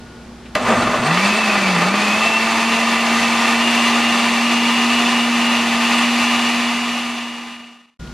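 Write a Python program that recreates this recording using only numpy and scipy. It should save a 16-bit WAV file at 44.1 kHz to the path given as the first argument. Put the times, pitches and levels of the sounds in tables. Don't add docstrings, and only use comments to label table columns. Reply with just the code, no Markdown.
import sys
import numpy as np
from scipy import signal
from scipy.fft import irfft
from scipy.io import wavfile
from scipy.ndimage import uniform_filter1d

SR = 44100
rng = np.random.default_rng(int(sys.argv[2]) if len(sys.argv) > 2 else 0)


def dump_mix(stems):
    frames = np.atleast_2d(stems).T
    limited = np.clip(frames, -1, 1)
    pcm = np.round(limited * 32767).astype(np.int16)
    wavfile.write(sys.argv[1], SR, pcm)


N = 358929
SWITCH_S, PUREED_S = .5533, 2.0
MAINS_HZ, STALL_HZ = 242, 127


def gain_of(db):
    return 10 ** (np.asarray(db) / 20)


def evened(x):
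    return x / np.sqrt(np.mean(x ** 2) + 1e-20)


def at_pitch(points, hz):
    f, value = np.transpose(points)
    return np.interp(np.log(hz + 1), np.log(f + 1), value)


def at_time(rows, t):
    s, *columns = np.transpose(rows)
    return [np.interp(t, s, column) for column in columns]


def humps(modes, hz):
    return sum(gain_of(db) ** 2 / (1 + (2 * (hz - f) / width) ** 2) for f, width, db in modes)


def swells(rows, t):
    return sum(db * np.exp(-((t - s) / length) ** 2) for s, length, db in rows)


def wander(rate_hz):
    steps = rng.standard_normal(N // 64 + 2)
    smooth = signal.lfilter([1], [1, -np.exp(-2 * np.pi * rate_hz * 64 / SR)], steps)
    return np.interp(np.arange(N) / 64, np.arange(len(smooth)), evened(smooth))


def wavering_tone(hz, width_hz, steady):
    phase = 2 * np.pi * hz * np.arange(N) / SR
    return evened((steady + wander(width_hz)) * np.cos(phase) + wander(width_hz) * np.sin(phase))


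def ring(start_s, modes):
    out, t = np.zeros(N), np.arange(6000) / SR
    tones = sum(gain_of(db - 60 * t / t60) * np.sin(2 * np.pi * hz * t) for hz, db, t60 in modes)
    part = out[round(start_s * SR):][:6000]
    part += tones[:len(part)]
    return out


def dulled(x, hz, order=2):
    return signal.lfilter(*signal.butter(order, hz, fs=SR), x)


def coloured(sound, colour_db):
    hz, s, spectrum = signal.stft(sound, SR, nperseg=2048, noverlap=1536)
    spectrum = spectrum * gain_of(colour_db(hz[:, None], s))
    return signal.istft(spectrum, SR, nperseg=2048, noverlap=1536)[1][..., :N]


def air_and_hum(air, air_db, fan):
    mid, side = coloured(rng.standard_normal((2, N)), lambda hz, s: at_pitch(air, hz))
    hum = sum(gain_of(db) * wavering_tone(hz, width, steady=3.3) for hz, width, db in fan)
    level = gain_of(air_db) / np.std(mid)
    return np.array([mid * level + hum, side * level])


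def fan_whistle(t):
    return gain_of(-52 - 9 * (t > .24)) * wavering_tone(1445, 5.6, steady=3.5)


# pitch in Hz, relative level in dB.
KITCHEN_AIR = [(15, -43), (25, -7), (53, -22), (91, -9.5), (190, -7.5), (280, -11.5), (500, -17),
               (900, -18.5), (1660, -24), (5000, -30.5), (11000, -45), (15500, -65)]
# pitch in Hz, width in Hz, level in dB.
FAN_HUM = [(61.5, 1.4, -48.5), (120, 3, -58), (200, 3, -51), (237, 4.3, -44.5), (369, 2.7, -56),
           (459, 4, -59.5), (890, 4, -60), (1150, 2, -67)]
def kitchen(t):
    sink_db = 2.5 - 12.5 * np.clip((t - SWITCH_S) / .46, 0, 1)
    return gain_of(sink_db) * air_and_hum(KITCHEN_AIR, -43, FAN_HUM)


# pitch in Hz, relative level in dB.
NEAR_AIR = [(15, -38), (30, -12), (60, -11), (100, -17), (150, -2.5), (240, -14), (410, -21), (1340, -26.5),
            (5580, -34.5), (11000, -50.5), (15500, -61)]
# pitch in Hz, width in Hz, level in dB.
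NEAR_HUM = [(58.7, 7.4, -38), (145.5, 8.9, -39), (242, 5.9, -39.5), (350, 9, -49)]
def near_fan(t):
    tick = ring(8.075, [(3000, -35, .012), (3900, -35, .012)])
    whistle = gain_of(-44.5) * np.sin(2 * np.pi * 1430 * t)
    entry = np.clip((t - 7.9915) / .0076, 0, 1)
    return (air_and_hum(NEAR_AIR, -35.5, NEAR_HUM) + tick + whistle) * entry


def room(sound, echo_s=.3, echo_db=-14):
    t = np.arange(SR // 2) / SR
    echo = rng.standard_normal((2, len(t))) * gain_of(-60 * t / echo_s) * (t > .003)
    echo = dulled(echo, 5070, order=1)
    echo *= gain_of(echo_db) / np.linalg.norm(echo[0])
    echo[:, 0] = 1
    return signal.oaconvolve(sound, echo / np.linalg.norm(echo[0]), axes=1)[:, :N]


def finger_brush(t):
    rustle = signal.lfilter(*signal.butter(2, (1500, 3200), "band", fs=SR), rng.standard_normal(N))
    return gain_of(-43) * evened(rustle) * np.exp(-((t - .464) / .013) ** 2)


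# pitch in Hz, level in dB, seconds to fall by 60 dB.
SWITCH_RINGS = [(286, -13, .06), (610, -13, .03), (900, 0, .006), (1330, -5, .03), (1670, -2, .022),
                (2070, 3, .016), (2470, 2, .008), (3230, -5, .008), (3990, -13, .03), (5250, -20, .012)]
def switch_snap(t):
    age = t - SWITCH_S
    crack_db = -9 - 60 * np.where(age > 0, age / .006, -age / .012)
    crack = evened(dulled(rng.standard_normal(N), 3500)) * gain_of(crack_db) * (age > -.004)
    snap = ring(SWITCH_S, SWITCH_RINGS)
    bounce = gain_of(-10) * ring(SWITCH_S + .0031, SWITCH_RINGS)
    return gain_of(-7) * ((snap + bounce) * np.clip(age / .0004, 0, 1) + crack)


# middle in seconds, rough length in seconds, change in dB.
SQUEAL_CHANGES = [(.63, .03, 12), (.69, .02, 11), (.77, .03, 10), (.82, 0.034, 7), (.93, .05, -7),
                  (1.01, .02, 12), (1.06, .025, 14), (1.19, .04, 3), (1.27, .03, 9), (1.37, .04, 12),
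                  (1.77, .08, 5), (2.55, .12, 5), (3.0, .2, -4), (3.75, .3, 7), (4.25, .1, 10),
                  (5.4, .2, 5), (5.97, .08, 11), (6.6, .4, -4)]
def bearing_squeal(t):
    level_db = -47.5 + 4 * np.exp(-(t - SWITCH_S) / 1.5) + 1.5 * wander(3.3) + swells(SQUEAL_CHANGES, t)
    return gain_of(level_db) * wavering_tone(8190, 45, steady=.5)


def winding_buzz(t, shaft_hz):
    level_db = -24 - .3888 * np.maximum(shaft_hz - STALL_HZ, 0) + 2.1 * wander(9)
    return gain_of(level_db) * np.cos(2 * np.pi * MAINS_HZ * t)


# turns per second, level in dB.
COUNTER_LEVELS = [(110, -30.5), (135, -31.5), (165, -20.5), (195, -22.5), (212, -23.5), (223, -28),
                  (232, -22), (240, -19)]
def shaft_hum(shaft_hz, angle, shake):
    tone = gain_of(at_pitch(COUNTER_LEVELS, shaft_hz) + 3.1 * shake * wander(6.7)) * np.cos(angle)
    growl = .8 * np.clip((1.2 * STALL_HZ - shaft_hz) / 30, 0, 1)
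    return tone * (1 - growl / 2 + growl * wander(25))


# multiple of the shaft speed, relative level in dB.
BLADE_TONES = [(2, -8.5), (3, -3.5), (4, -5.5), (5, -6), (10, -0.5), (15, -17)]
# pitch in Hz, width in Hz, strength in dB.
BLADE_RESONANCES = [(434, 14, 7.5), (459.7, 11, 5.5), (640, 40, 4.5), (680, 17.2, 10), (905, 30, 9.5)]
def blade_tones(shaft_hz, angle):
    tones = 0
    for multiple, db in BLADE_TONES:
        tone = np.cos(multiple * angle + .4 * wander(6))
        flutter = .9 + .25 * wander(8)
        lift = np.sqrt(1 + humps(BLADE_RESONANCES, multiple * shaft_hz))
        tones += gain_of(db) * tone * flutter * lift
    return gain_of(-30.5) * (shaft_hz / 243) ** .71 * tones


# pitch in Hz, width in Hz, level in dB.
WHINE_RESONANCES = [(1990, 120, -23.5), (2320, 73, -24), (2556, 69, -19), (2660, 45, -16), (2760, 30, -30),
                    (2847, 35, -20.5), (2895, 47, -19)]
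# middle in seconds, rough length in seconds, change in dB.
WHINE_FLARES = [(1.11, .03, 3), (1.21, .03, 3), (1.33, 0.035, 0), (1.41, 0.023, 2), (1.48, 0.037, -1),
                (1.58, 0.036, -2), (1.68, 0.037, 5), (1.76, 0.024, 1), (1.9, 0.082, 1), (2.05, 0.058, 1),
                (2.15, 0.11, 2), (2.19, 0.053, -4.5), (2.25, 0.035, 4), (2.31, 0.028, -3),
                (2.37, 0.045, 6.5), (2.53, 0.084, -23), (3.0, 0.029, 0), (3.23, 0.082, -13),
                (3.45, 0.18, -9), (3.66, 0.075, 8.5), (3.75, 0.033, -4), (3.86, 0.081, 3),
                (4.0, 0.023, -12), (4.07, .04, 4), (4.4, 0.031, -12), (4.8, 0.062, 1), (4.88, 0.024, -8),
                (5.04, 0.017, -21), (5.34, 0.068, -8), (5.68, 0.076, -4), (5.78, 0.028, -5),
                (5.95, 0.071, -2.5), (6.15, 0.065, -5), (6.602, 0.034, -8), (7.13, .05, -6), (7.55, .3, 1)]
def slot_whine(t, shaft_hz, angle, shake, slots=12):
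    phase = slots * angle
    whine = gain_of((1.7 + 4 * shake) * wander(20)) * np.cos(phase)
    whine *= np.sqrt(humps(WHINE_RESONANCES, slots * shaft_hz) + gain_of(-37) ** 2)
    spread = 1.2 * shake * (wander(70) * np.cos(phase) + wander(70) * np.sin(phase))
    spread = coloured(spread, lambda hz, s: 10 * np.log10(humps(WHINE_RESONANCES, hz)))
    return (whine + spread) * gain_of(swells(WHINE_FLARES, t))


# time in seconds, turns per second.
SHAFT_SPEED = [(.6, 115), (1.02, 120), (1.09, 157), (1.18, 184), (1.3, 208.3), (1.39, 218), (1.43, 217),
               (1.46, 213), (1.52, 209.5), (1.58, 202), (1.72, 184.5), (1.79, 169), (1.82, 170),
               (1.94, 205), (2.0, 208), (2.1, 210), (2.15, 213), (2.22, 222), (2.45, 225.5), (2.63, 229.5),
               (3.05, 232), (3.55, 233), (3.62, 235.6), (4.3, 235.2), (4.39, 234.4), (4.44, 237),
               (4.82, 236.8), (4.92, 238.8), (5.35, 237.4), (5.55, 236.8), (5.73, 234.2), (5.82, 236),
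               (5.95, 236.6), (6.04, 238.3), (6.5, 238.4), (7, 239), (7.2, 238.2), (8, 238.8)]
def shaft_speed(t):
    return at_time(SHAFT_SPEED, t)[0]


def motor(t):
    shaft_hz = shaft_speed(t)
    shake = .04 + .41 / (1 + np.exp((t - PUREED_S) / .1))
    angle = 2 * np.pi * np.cumsum(shaft_hz * (1 + .027 * shake * wander(35))) / SR
    hum = shaft_hum(shaft_hz, angle, shake)
    whine = blade_tones(shaft_hz, angle) + slot_whine(t, shaft_hz, angle, shake)
    low = np.sqrt(2) * (hum + winding_buzz(t, shaft_hz))
    high = np.sqrt(2) * whine + bearing_squeal(t)
    on = np.clip((t - .58) / .11, 0, 1)
    return on * low, on * high


# time in seconds, strength in dB.
KNOCK_HITS = [(0.666, 4), (0.703, 1.5), (0.724, 5.5), (0.749, -1), (.79, -5), (0.825, 3.5), (0.872, 9.5),
              (.941, 5.5), (1.04, -1), (1.081, 2), (1.11, 5), (1.149, 2), (1.174, 7.5), (1.197, 4),
              (1.555, 7), (1.726, -2), (1.763, 6), (1.829, 2.5), (1.941, 7.5), (2.064, 3)]
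def knocks(t, rise_s, decay_s, offset=0):
    return sum((gain_of(db) + offset) * np.exp(-abs(t - s) / decay_s)
               * np.clip((t - s) / rise_s + 1, 0, 1) for s, db in KNOCK_HITS)


# pitch in Hz, width in Hz, relative level in dB.
THUD_RINGS = [(610, 53, -15), (875, 90, -9), (1180, 120, 2.5), (1890, 140, -12)]
def jar_thuds(t):
    force = dulled(knocks(t, rise_s=.0054, decay_s=.016) * rng.standard_normal(N), 3000)
    rings = 0
    for hz, width, db in THUD_RINGS:
        ringing = signal.lfilter(*signal.iirpeak(hz, hz / width, fs=SR), force)
        rings += gain_of(db) * np.sqrt(SR / width) * ringing
    return gain_of(-8.5) * rings / np.sqrt(len(THUD_RINGS) * np.pi)


# pitch in Hz, relative level in dB.
PULP_NOISE = [(18, -80), (30, -29), (70, -26), (120, -29), (200, -20.5), (300, -20), (520, -27), (700, -14),
              (1200, -15.5), (1600, -17), (2700, -10), (3300, -14), (10500, -30.5), (13300, -41),
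              (15500, -64)]
LUMP_NOISE = [(18, -75), (30, -40), (60, -31.5), (114, -13.5), (197, 5), (230, -1), (284, -7), (606, -1.5),
              (921, -12.5), (1170, -7.5), (1290, -8.5), (8280, -31), (12900, -45.5), (15500, -67)]
# pitch in Hz, width in Hz, strength in dB compared with the roar.
BODY_RINGS = [(328, 12.4, 7), (358, 17.7, 9), (440, 17, 6), (450, 20, 4), (600, 110, 0), (802, 34, 8),
              (870, 22, 7.5), (923, 16, 5.5), (1013, 15, 13.5), (1092, 25, 9.5), (1180, 32, 9),
              (1225, 37, 10.5), (1444, 16, 6.5), (1773, 44, 9), (1871, 37, 7.5), (2027, 34, 11.5),
              (2310, 30, 11), (2430, 13, -4), (2548, 40, 8.5), (2669, 45, 10.5), (3050, 29, 5),
              (3491, 40, 9), (3920, 32, 5), (4520, 330, 3), (5610, 98, 1.5), (6180, 90, 4.5),
              (6880, 160, 4)]
PRESSED_RINGS = [(232, 23, 19.5), (613, 110, 19), (1100, 470, 18.5), (1900, 74, -13), (6360, 150, 8),
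                 (7040, 100, 12)]
CHUNK_RUMBLE = [(460, 100, 4.5)]
BLADE_RASP = [(347, 45, 7), (1380, 290, 1.5), (4560, 450, 3.5)]
def jar_colour(hz, s, lumps):
    chunky = 1 / (1 + np.exp((s - PUREED_S) / .025))
    freed = shaft_speed(s) > STALL_HZ
    peaks = (1 - .29 * lumps) * humps(BODY_RINGS, hz) + lumps ** 4 * humps(PRESSED_RINGS, hz)
    peaks += chunky * (humps(CHUNK_RUMBLE, hz) + freed * humps(BLADE_RASP, hz))
    noise_db = (1 - lumps) * at_pitch(PULP_NOISE, hz) + lumps * at_pitch(LUMP_NOISE, hz)
    return noise_db + 10 * np.log10(1 + peaks)


# time in seconds, level in dB, lumpiness from 0 to 1.
CHURNING = [(.56, -19, 0.6), (.6, -26.5, 0.58), (.65, -22, 0.49), (.71, -19.5, 0.69), (.82, -21, 0.56),
            (1.05, -22, 0.53), (1.08, -18.5, 0.49), (1.14, -17, 0.4), (1.19, -18.5, 0.25),
            (1.25, -17, 0.34), (1.57, -17.5, 0.38), (1.9, -19.5, 0.46), (2.0, -16, 0.33),
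            (2.06, -17.5, 0.37), (2.3, -17.5, 0.33), (2.7, -17, 0.3), (3.5, -16, 0.29), (5, -17.5, 0.25),
            (5.3, -18, 0.29), (6, -16.5, 0.21), (7, -16.5, 0.22), (7.9, -18.5, 0.27)]
def jar_roar(t, strikes_per_s=300):
    level_db, lumps = at_time(CHURNING, t)
    strike_sizes = gain_of(5 * np.minimum(rng.exponential(1, N), 3))
    struck = rng.random(N) < strikes_per_s / SR
    strikes = evened(uniform_filter1d(strike_sizes * struck, 80))
    throb = 1 + .016 * np.cos(np.pi * MAINS_HZ * t)
    slosh = gain_of((.3 + 1.94 * lumps) * wander(6.3))
    hiss = rng.standard_normal((2, N))
    bumps = dulled(hiss, 4500) * knocks(t, rise_s=.0018, decay_s=.0064, offset=-1)
    churn = (hiss * (1 + .04 * strikes) + bumps) * throb * slosh
    roar = coloured(churn, lambda hz, s: jar_colour(hz, s, np.interp(s, t, lumps)))
    roar = roar / np.std(roar[0]) * (t > SWITCH_S)
    return gain_of(level_db) * (roar + jar_thuds(t))


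def blender(t):
    hum, whine = motor(t)
    echoing = room(jar_roar(t) + .12 * whine + switch_snap(t) + finger_brush(t))
    return echoing + .42 * whine * np.array([[1], [.18]]) + hum * np.array([[1], [.5]])


def fade_out(t, length_s=2.206, step_s=1 / 24):
    left_s = -np.floor((t - 7.985) / step_s) * step_s
    return np.sin(np.pi / 2 * np.clip(left_s / length_s, 0, 1)) ** 1.87 * (t < 7.973)


# pitch in Hz, gain of the side signal in dB.
AIR_WIDTH = [(60, -41), (110, -21), (200, -18), (380, -9), (700, -17), (1290, -11), (2380, -12), (4400, -7),
             (8120, 1), (15000, 6)]
BLENDER_WIDTH = [(30, -31), (130, -48), (290, -33), (450, -28), (740, -74), (1410, -28), (3100, -17.5),
                 (6820, -4), (15000, 7)]
def stereo(air, machine):
    hz = np.fft.rfftfreq(1024, 1 / SR)
    mid, side = air[0] + machine[0], 0
    for source, width in (air, AIR_WIDTH), (machine, BLENDER_WIDTH):
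        kernel = np.fft.fftshift(irfft(gain_of(at_pitch(width, hz))))
        side += signal.oaconvolve(source[1], kernel, "same")
    return np.array([mid + side, mid - side])


def scene():
    t = np.arange(N) / SR
    fade = fade_out(t)
    whistle = fan_whistle(t)
    machine = blender(t) * fade
    air = (kitchen(t) + whistle) * fade + near_fan(t)
    return stereo(air, machine)


def record(dry):
    treble_cut = signal.firwin(511, 15500, window=("kaiser", 9), fs=SR)
    return signal.oaconvolve(np.clip(dry, -1, 1), treble_cut[None], "same")


dry = scene()
out = record(dry)
dump_mix(out)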